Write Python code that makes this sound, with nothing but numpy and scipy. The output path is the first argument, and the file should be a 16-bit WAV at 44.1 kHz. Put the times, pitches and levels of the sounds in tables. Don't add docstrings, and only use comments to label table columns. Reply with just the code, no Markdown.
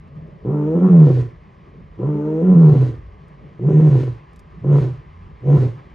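import sys
import numpy as np
from scipy import signal
from scipy.fft import rfft, irfft, next_fast_len
from scipy.io import wavfile
from scipy.ndimage import uniform_filter1d

SR = 44100
rng = np.random.default_rng(int(sys.argv[2]) if len(sys.argv) > 2 else 0)


def magnitude_from_level(level_db):
    exponent = np.asarray(level_db, float) / 20
    return 10 ** exponent


def materialize(psi):
    bounded = np.clip(np.atleast_2d(psi).T, -1, 1)
    quanta = np.round(bounded * 32767).astype(np.int16)
    wavfile.write(sys.argv[1], SR, quanta)


N = 261954
T = np.arange(N) / SR

# time in seconds, level in dB.
CHEST_EFFORT = [
    [(.42, -55.5), (.47, -22.5), (.526, -19.5), (.735, -25.5), (.765, -11.5), (.862, -8), (1.014, -5),
     (1.22, -21), (1.33, -45.5)],
    [(1.96, -44.5), (2.03, -23.5), (2.074, -17.5), (2.216, -29), (2.4, -25), (2.504, -6.5), (2.666, -6.5),
     (2.84, -12.5), (3.0, -39.5)],
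    [(3.585, -39), (3.673, -11), (3.725, -15), (3.765, -9), (3.957, -10.5), (4.057, -23), (4.1, -25),
     (4.19, -48)],
    [(4.61, -38), (4.688, -12.5), (4.76, -9), (4.86, -21.5), (4.94, -32.5), (4.99, -53.5)],
    [(5.41, -42), (5.486, -12.5), (5.546, -8), (5.69, -23), (5.73, -42), (5.79, -42.5)],
]
# mouth opens in seconds, folds go slack in seconds, throat level in dB, mouth level in dB.
CALLS = [
    (0.757, 1.091, -21.5, -37.5),
    (2.425, 2.74, -22.5, -40),
    (3.718, 4.005, -24.5, -42),
    (4.723, 4.8, -23.5, -37.5),
    (5.498, 5.6, -21.5, -39),
]
# frequency in Hz, level in dB per Hz.
OPEN_THROAT = [(140, -32), (240, -2.5), (333, 2.5), (419, 0), (489, -2.5), (531, -8), (606, -13.5),
               (636, -20.5), (749, -17), (897, -29.5), (998, -19), (1250, -34), (1350, -27), (1580, -57),
               (1700, -36), (2210, -63.5), (3740, -120)]
MOAN_AFTER_S, BREAK_S, SLACKEN_S = .15, .012, .05


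def evened(x):
    return x / np.sqrt(np.mean(x ** 2) + 1e-20)


def steadied(x, size):
    return x / np.sqrt(abs(uniform_filter1d(x ** 2, size)) + 1e-12)


def read(points, hz, order=1):
    table = np.transpose(points)
    return np.interp(np.log(hz + 1), np.log(table[0] + 1), table[order])


def coloured(x, spectrum):
    gain = magnitude_from_level(read(spectrum, abs(np.fft.fftfreq(8192, 1 / SR))))
    log_gain = np.log(np.maximum(gain, 1e-5))
    taps = np.fft.ifft(np.exp(np.conj(signal.hilbert(log_gain)))).real[:4096]
    return signal.oaconvolve(x, taps)[:len(x)]


def band(x, lo_hz, hi_hz):
    return signal.sosfilt(signal.butter(3, [lo_hz, hi_hz], "bandpass", fs=SR, output="sos"), x)


def drift(count, hz):
    lowpass = signal.butter(2, hz, fs=SR / 32, output="sos")
    coarse = signal.sosfiltfilt(lowpass, rng.standard_normal(count // 32 + 40))
    return np.interp(np.arange(count) / 32, np.arange(len(coarse)), evened(coarse))


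def blur(count, hz):
    return (drift(count, hz) + 1j * drift(count, hz)) / np.sqrt(2)


def pulse(t, at, half_s):
    return np.exp(-((t - at) / half_s) ** 2)


def bumps(times, lifts_db, half_s):
    return sum(db * pulse(T, s, half_s) for s, db in zip(times, lifts_db))


def stages(t, times, values):
    return np.interp(t, np.maximum.accumulate(times), values)


def fold_state(t, opens, slack):
    start = t[0]
    if opens - start > 2 * MOAN_AFTER_S:
        settled = start + MOAN_AFTER_S
        times = [start, settled - SLACKEN_S, settled, opens - BREAK_S, opens, slack - SLACKEN_S, slack]
        rough = [1, .8, .09, .09, .8, .55, 1]
        flap = [.55, .4, 0, 0, .18, .18, .78]
    else:
        times = [start, opens, slack - SLACKEN_S, slack]
        rough = [1, .85, .85, 1]
        flap = [.55, .32, .32, .78]
    return stages(t, times, rough), stages(t, times, flap)


def levels(t, opens, slack, throat_db, mouth_db):
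    # time in seconds, half width in seconds, depth in dB.
    chokes = [(0.806, 0.006, 9.5), (0.919, .008, 5.5), (1.062, 0.006, 6), (1.155, 0.016, 10.5),
              (1.216, 0.0071, 8.5), (2.874, 0.0055, 7), (2.921, 0.0046, 0), (3.919, 0.0078, 0.5),
              (4.05, 0.013, 9), (4.8, 0.0086, 7.5), (5.72, 0.031, 10)]
    start, end = t[0], t[-1]
    attack, release = start + .06, end - 0.22
    moans = opens - start > 2 * MOAN_AFTER_S
    choke_db = sum(db * pulse(t, at, half_s) for at, half_s, db in chokes)
    throat = stages(t, [start, start + 0.039, attack, opens, release, end - 0.11, end],
                    [-42, -6.5, -5, 0, -1.5, -10.5, -51.5])
    shut_db = -5.5 if moans else -9
    mouth = stages(t, [start, attack, opens - BREAK_S, opens, slack - SLACKEN_S, end - 0.11, end],
                   [-32.5, shut_db, -5.5, -4, 0, -12, -32.5])
    mouth += 2 * drift(len(t), hz=7.6)
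    early_db = [-63.5, -58] if moans else [-60, -52]
    top_db = -48 - 2.5 * moans
    hold_s = .05 * moans
    breath = stages(t, [start, attack, opens, release - .04 - hold_s, release + 0.051 + hold_s, end - 0.086, end],
                    [-74, *early_db, top_db - 1, top_db, -58.5, -71])
    return throat_db + throat - choke_db, mouth_db + mouth - choke_db, breath


def chest_tone(t, pitch, rough, flap):
    # time in seconds, half width in seconds, depth as a share (below 0 surges).
    slips = [(0.799, 0.025, 0.7), (0.889, 0.01, 0.94), (1.081, .03, 0.23), (2.437, 0.015, -0.7),
             (2.548, 0.009, 0.62), (2.702, 0.0062, 0.56), (2.764, 0.056, .3), (2.881, .03, 0.67),
             (3.699, 0.0098, 0.86), (3.731, 0.0054, 0.84), (3.811, .008, 0.76), (3.904, 0.0079, 0.99),
             (4.003, 0.015, 0.86), (4.81, 0.0044, 1), (5.579, 0.0058, 0.97)]
    hz = uniform_filter1d(np.interp(t, *np.transpose(pitch)), 600)
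    at, half_s, _ = slips[0]
    hz = hz - 550 * half_s * pulse(t, at, half_s)
    turns = np.cumsum(hz * (1 + (.004 + .012 * rough) * drift(len(t), hz=39.28))) / SR
    shaky = (np.exp(2j * np.pi * turns) * (1 + 1.1 * flap ** 2 * blur(len(t), hz=28))).imag
    stumble = np.prod([1 - depth * pulse(t, at, half_s) for at, half_s, depth in slips], 0)
    return steadied(shaky, size=1500) * stumble, turns, hz


def moan(turns, hz):
    # frequency in Hz, level in dB.
    narrow_mouth = [(280, 13), (330, -2), (440, 1.5), (490, 4), (600, -10), (660, -15), (740, -35.5),
                    (800, -21), (930, -19.5), (1020, -44.5), (1200, -34.5), (1700, -63)]
    total = np.zeros(len(turns))
    for k in range(2, 11):
        unsteady = 1 + k ** 4 / 900 * blur(len(turns), hz=5 * k)
        total += magnitude_from_level(read(narrow_mouth, k * hz)) * (np.exp(2j * np.pi * k * turns) * unsteady).real
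    return steadied(total, size=1200)


def roar(turns, hz, rough):
    total = np.zeros(len(turns))
    for k in range(3, 24):
        wander = .8 + rough * blur(len(turns), hz=3 + 1.3 * k)
        total += magnitude_from_level(read(OPEN_THROAT, k * hz / 2)) * (np.exp(1j * np.pi * k * turns) * wander).real
    return steadied(total, size=3000)


def rattle(turns):
    closures = np.floor(turns + .15 * drift(len(turns), hz=89.6))
    beats = (np.diff(closures, prepend=0) > 0) * magnitude_from_level(2.5 * rng.standard_normal(len(turns)))
    noisy = evened(beats) + 0.52 * rng.standard_normal(len(turns))
    return steadied(coloured(noisy, OPEN_THROAT), size=3000)


def rushing_breath(t, turns, clumps, flap, breath_db, opens, slack):
    # frequency in Hz, level in dB per Hz.
    breath_spectrum = [(880, -31), (1500, -1.5), (1630, -11), (1720, -5), (1900, -3.5), (2040, -8),
                       (3180, -12.5), (3610, -14.5), (3960, -13.5), (5570, -21), (6280, -20.5), (7900, -28),
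                       (8610, -27), (11200, -34), (11500, -32.5), (15000, -59), (22000, -120)]
    puffs = (.9 + np.exp(-(turns % 1) / 0.88)) * clumps ** .35 * rng.standard_normal(len(t))
    air_rush = evened(coloured(puffs, breath_spectrum))
    bright = np.clip((breath_db + 81.5) / 15, 0, 1)
    air_rush = bright * air_rush + (1 - bright) * 0.63 * band(air_rush, 1100, 2600)
    pinched = .65 * (1 - flap) * np.clip((slack - t) / (slack - opens), 0, 1)
    hiss = band(air_rush, 900, 4200) + 1.2 * bright * band(air_rush, 5100, 8800)
    return (1 - pinched) * air_rush + pinched * hiss


def call(effort, pitch, opens, slack, throat_db, mouth_db):
    t = np.arange(effort[0][0], effort[-1][0], 1 / SR)
    throat_db, mouth_db, breath_db = levels(t, opens, slack, throat_db, mouth_db)
    chest_db = np.interp(t, *np.transpose(effort))
    rough, flap = fold_state(t, opens, slack)
    chest, turns, hz = chest_tone(t, pitch, rough, flap)
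    clumps = magnitude_from_level(3 * flap * drift(len(t), hz=35))
    rasp = np.sqrt(1 - flap) * roar(turns, hz, rough) + np.sqrt(flap) * rattle(turns)
    open_mouth = np.clip(.15 + 1.5 * rough, 0, 1)
    throat = np.sqrt(1 - open_mouth ** 2) * moan(turns, hz) + open_mouth * rasp * clumps
    breath = rushing_breath(t, turns, clumps, flap, breath_db, opens, slack)
    mouth = steadied(band(throat + 0.053 * rasp, 860, 1700), size=2500)
    throat = band(throat, 150, 790)
    voice = magnitude_from_level(chest_db) * chest + magnitude_from_level(throat_db) * throat
    voice += magnitude_from_level(mouth_db) * mouth + magnitude_from_level(breath_db) * breath
    return round(t[0] * SR), voice * signal.windows.tukey(len(t), .02)


def slaps():
    # time in seconds, peak level in dB.
    closures = [(0.449, -30.5), (1.102, -19), (1.173, -26.5), (1.19, -37), (1.978, -48), (1.999, -31.5),
                (2.032, -25), (2.613, -27), (2.756, -23), (2.842, -46), (2.89, -33), (2.94, -38.5),
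                (3.595, -33.5), (3.687, -21), (3.706, -24), (3.8, -25), (3.827, -27.5), (3.954, -22),
                (4.033, -26), (4.079, -34.5), (4.115, -48), (4.645, -26), (5.445, -45.5)]
    pulses = np.zeros(N)
    for s, db in closures:
        pulses[round(s * SR)] = -magnitude_from_level(db + 8)
    ring = coloured(signal.unit_impulse(4096), OPEN_THROAT)
    return signal.oaconvolve(pulses, ring / abs(ring).max())[:N]


def edge():
    full_hz, low_hz, tighten_s = 209, 158, .06
    rise_s, stop_s = .03, 0.22
    out, shake = np.zeros(N), .8 + .5 * blur(N, hz=14)
    for effort, row in zip(CHEST_EFFORT, CALLS):
        first = round(effort[0][0] * SR)
        age = T[:SR // 2 + SR // 5]
        opens = row[0] - first / SR
        hz = full_hz - (full_hz - low_hz) * np.exp(-age / tighten_s)
        fade = np.maximum(1 - age / rise_s, (age - opens).clip(0) / stop_s)
        db = -28 - 17 * age - 35 * fade
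        span = slice(first, first + len(age))
        hum = (np.exp(2j * np.pi * np.cumsum(hz) / SR) * magnitude_from_level(db))[:N - first] * shake[span]
        octave = hum ** 2 / magnitude_from_level(db[:N - first])
        out[span] += np.sqrt(2) * (hum + 0.71 * octave).real
    return out


def bush(x):
    # frequency in Hz, time to fall by 60 dB in seconds.
    decay = [(100, 0.39), (400, 0.46), (1500, 0.39), (8000, 0.32)]
    taps = np.zeros((2, SR))
    at = np.arange(400, SR - 20, 20) + rng.integers(0, 20, (2, (SR - 401) // 20))
    np.put_along_axis(taps, at, rng.choice([-1., 1.], at.shape), 1)
    hz, t, z = signal.stft(taps, SR, nperseg=256)
    tail = signal.istft(z * magnitude_from_level(-60 * t / read(decay, hz)[:, None]), SR, nperseg=256)[1]
    return signal.fftconvolve(x[None], tail / np.linalg.norm(tail[0]), axes=1)[:, :N]


def cat():
    # time in seconds, pitch in Hz.
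    pitches = [
        [(.44, 105), (.515, 148), (.63, 148), (.748, 164), (.762, 181), (.865, 187), (1.03, 154), (1.12, 128),
         (1.33, 112)],
        [(1.97, 100), (2.08, 149), (2.2, 148), (2.415, 163), (2.43, 180), (2.53, 184), (2.56, 171), (2.78, 136),
         (2.95, 109)],
        [(3.59, 105), (3.68, 152), (3.75, 152), (3.81, 160), (3.95, 137), (3.99, 126), (4.02, 131), (4.07, 123),
         (4.2, 115)],
        [(4.62, 115), (4.66, 139), (4.73, 146), (4.78, 141), (4.82, 131), (4.9, 121), (4.99, 118)],
        [(5.42, 115), (5.46, 138), (5.55, 146), (5.59, 133), (5.64, 119), (5.8, 115)],
    ]
    # frequency in Hz, left over right in dB, left lead in radians.
    cat_ports = [(60, -1.2, .1), (200, -1, .12), (350, 0, .27), (550, 2.5, .35), (750, 3, 0), (980, 6, 0),
                 (1200, 1.5, -.5), (1500, 0, 0), (2000, 0, 0), (3500, 0, .45), (5000, 0, 0), (7600, 0, 0),
                 (8700, 0, 2), (10200, 0, .7), (11500, 0, 0)]
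    # frequency in Hz, side against mid in dB.
    spread = [(100, -24), (400, -6.5), (900, 3.5), (1300, -1.5), (1800, -30), (3200, -6), (5500, -21.5),
              (9500, -1), (11500, -29.5)]
    mono = slaps() + edge()
    for effort, pitch, row in zip(CHEST_EFFORT, pitches, CALLS):
        start, voice = call(effort, pitch, *row)
        mono[start:start + len(voice)] += voice
    size = next_fast_len(N + SR)
    hz = np.fft.rfftfreq(size, 1 / SR)
    left = magnitude_from_level(read(cat_ports, hz) / 2) * np.exp(.5j * read(cat_ports, hz, order=2))
    mid, side = rfft(magnitude_from_level(-12.5) * bush(mono), size)
    side = side * magnitude_from_level(read(spread, hz))
    heard = rfft(mono, size) + mid
    return irfft(np.array([heard * left + side, heard / left - side]), size)[:, :N]


def twigs():
    # start in seconds, peak level in dB.
    snap_rows = [
        (0.0776, -60),
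        (0.154, -58),
        (0.2753, -57),
        (3.0703, -61.5),
        (3.2823, -49),
        (4.3319, -46.5),
        (4.361, -39.5),
        (4.3927, -36.5),
        (5.1603, -62.5),
    ]
    out, t = np.zeros(N), T[:900]
    for s, db in snap_rows:
        snap = rng.standard_normal(len(t)) * np.exp(-t / 0.0053)
        out[round(s * SR):][:len(t)] += magnitude_from_level(db - 12.5) * snap
    return signal.sosfilt(signal.butter(1, [1200, 7000], "bandpass", fs=SR, output="sos"), out)


def wash(spectrum, patchy_db, flicker_db):
    # frequency in Hz, left lead in radians, likeness from -1 to 1.
    air_ports = [(30, .1, .94), (150, .15, .95), (400, .3, .82), (600, -.3, .3), (750, 2.9, .75),
                 (1100, 1.7, .76), (1350, 1.8, .5), (1500, -.2, .9), (2000, 0, 1), (3500, .4, .94),
                 (5000, 0, 1), (7600, 0, 1), (8700, 2, .75), (10200, .5, .65), (11500, 0, .8)]
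    frames, hz = N // 256 + 9, np.fft.rfftfreq(1024, 1 / SR)
    a, b, c, d, patches = rng.standard_normal((frames, 513, 5)).T
    patches = evened(uniform_filter1d(uniform_filter1d(patches, 8, 0), 10, 1))
    flicker = evened(uniform_filter1d(rng.standard_normal(frames), 5))
    left, other = a + 1j * b, c + 1j * d
    same = np.clip(read(air_ports, hz, order=2), -1, 1)[:, None]
    lag = np.exp(-1j * read(air_ports, hz))[:, None]
    z = np.array([left, lag * (same * left + np.sqrt(1 - same ** 2) * other)])
    z = z * magnitude_from_level(patchy_db * patches + flicker_db * flicker)
    noise = signal.istft(z, nperseg=1024, noverlap=768)[1]
    size = next_fast_len(N)
    gain = magnitude_from_level(read(spectrum, np.fft.rfftfreq(size, 1 / SR)))
    noise = irfft(rfft(noise, size) * gain, size)[:, :N]
    return noise / np.std(noise.mean(0))


def far_echo():
    # frequency in Hz, level in dB per Hz.
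    echo_spectrum = [(56, -55), (95, -17), (108, -12.5), (138, -1), (157, 1.5), (205, -10.5), (246, -13),
                     (285, -19), (424, -13.5), (500, -22), (569, -18), (688, -26.5), (750, -30), (980, -57),
                     (1650, -120)]
    delay_s, smear_s = 0.84, 0.19
    opens, slack = np.transpose(CALLS)[:2]
    db = -48 + bumps([0.26], [10], smear_s)
    db += bumps((opens + slack) / 2 + delay_s, 5 + 0 * opens, smear_s)
    return magnitude_from_level(db) * wash(echo_spectrum, patchy_db=2.0, flicker_db=0.16)


def rustling_leaves():
    # frequency in Hz, level in dB per Hz.
    leaf_spectrum = [(440, -28), (750, 1.5), (873, 3.5), (926, -3.5), (993, 4.5), (1210, 1.5),
                     (1460, -11.5), (1600, -7), (2050, -6), (2690, -13.5), (3130, -15), (3680, -21.5),
                     (5170, -26), (8360, -42.5), (12300, -49), (16000, -64.5), (22000, -120)]
    lag_s, smear_s = 0.11, .2
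    slack = np.transpose(CALLS)[1]
    db = -59.5 + 0.58 * T + bumps(slack + lag_s, 2 + 0 * slack, smear_s)
    return magnitude_from_level(db) * wash(leaf_spectrum, patchy_db=.9, flicker_db=.9)


def wind():
    # frequency in Hz, level in dB per Hz.
    wind_spectrum = [(8.8, -43.5), (15, -25), (34, -8.5), (54, 4.5), (73, -0.5), (95, 1.5), (120, -46.5),
                     (210, -120)]
    # centre in seconds, lift in dB.
    gusts = [
        (0, 0.5),
        (1.15, 8),
        (2.93, 11),
        (3.95, 8.5),
        (4.25, -0.5),
        (4.55, 3),
        (5.05, -0.5),
        (5.3, 7),
        (5.94, 2),
    ]
    return magnitude_from_level(-48 + bumps(*np.transpose(gusts), 0.22)) * wash(wind_spectrum, patchy_db=1.1, flicker_db=1.3)


def scene():
    return cat() + twigs() + far_echo() + rustling_leaves() + wind()


def top_cut(x):
    return signal.sosfilt(signal.butter(12, 12510, fs=SR, output="sos"), x)


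def record(dry):
    limited = dry / (1 + (dry / .98) ** 8) ** (1 / 8)
    mirrored = limited * (1 + magnitude_from_level(-64.5) * np.cos(2 * np.pi * 11988 * T))
    lowpass = signal.firwin(511, 12560, window=("kaiser", 9), fs=SR)
    return top_cut(signal.oaconvolve(mirrored, lowpass[None], "same"))


dry = scene()
out = record(dry)
materialize(out)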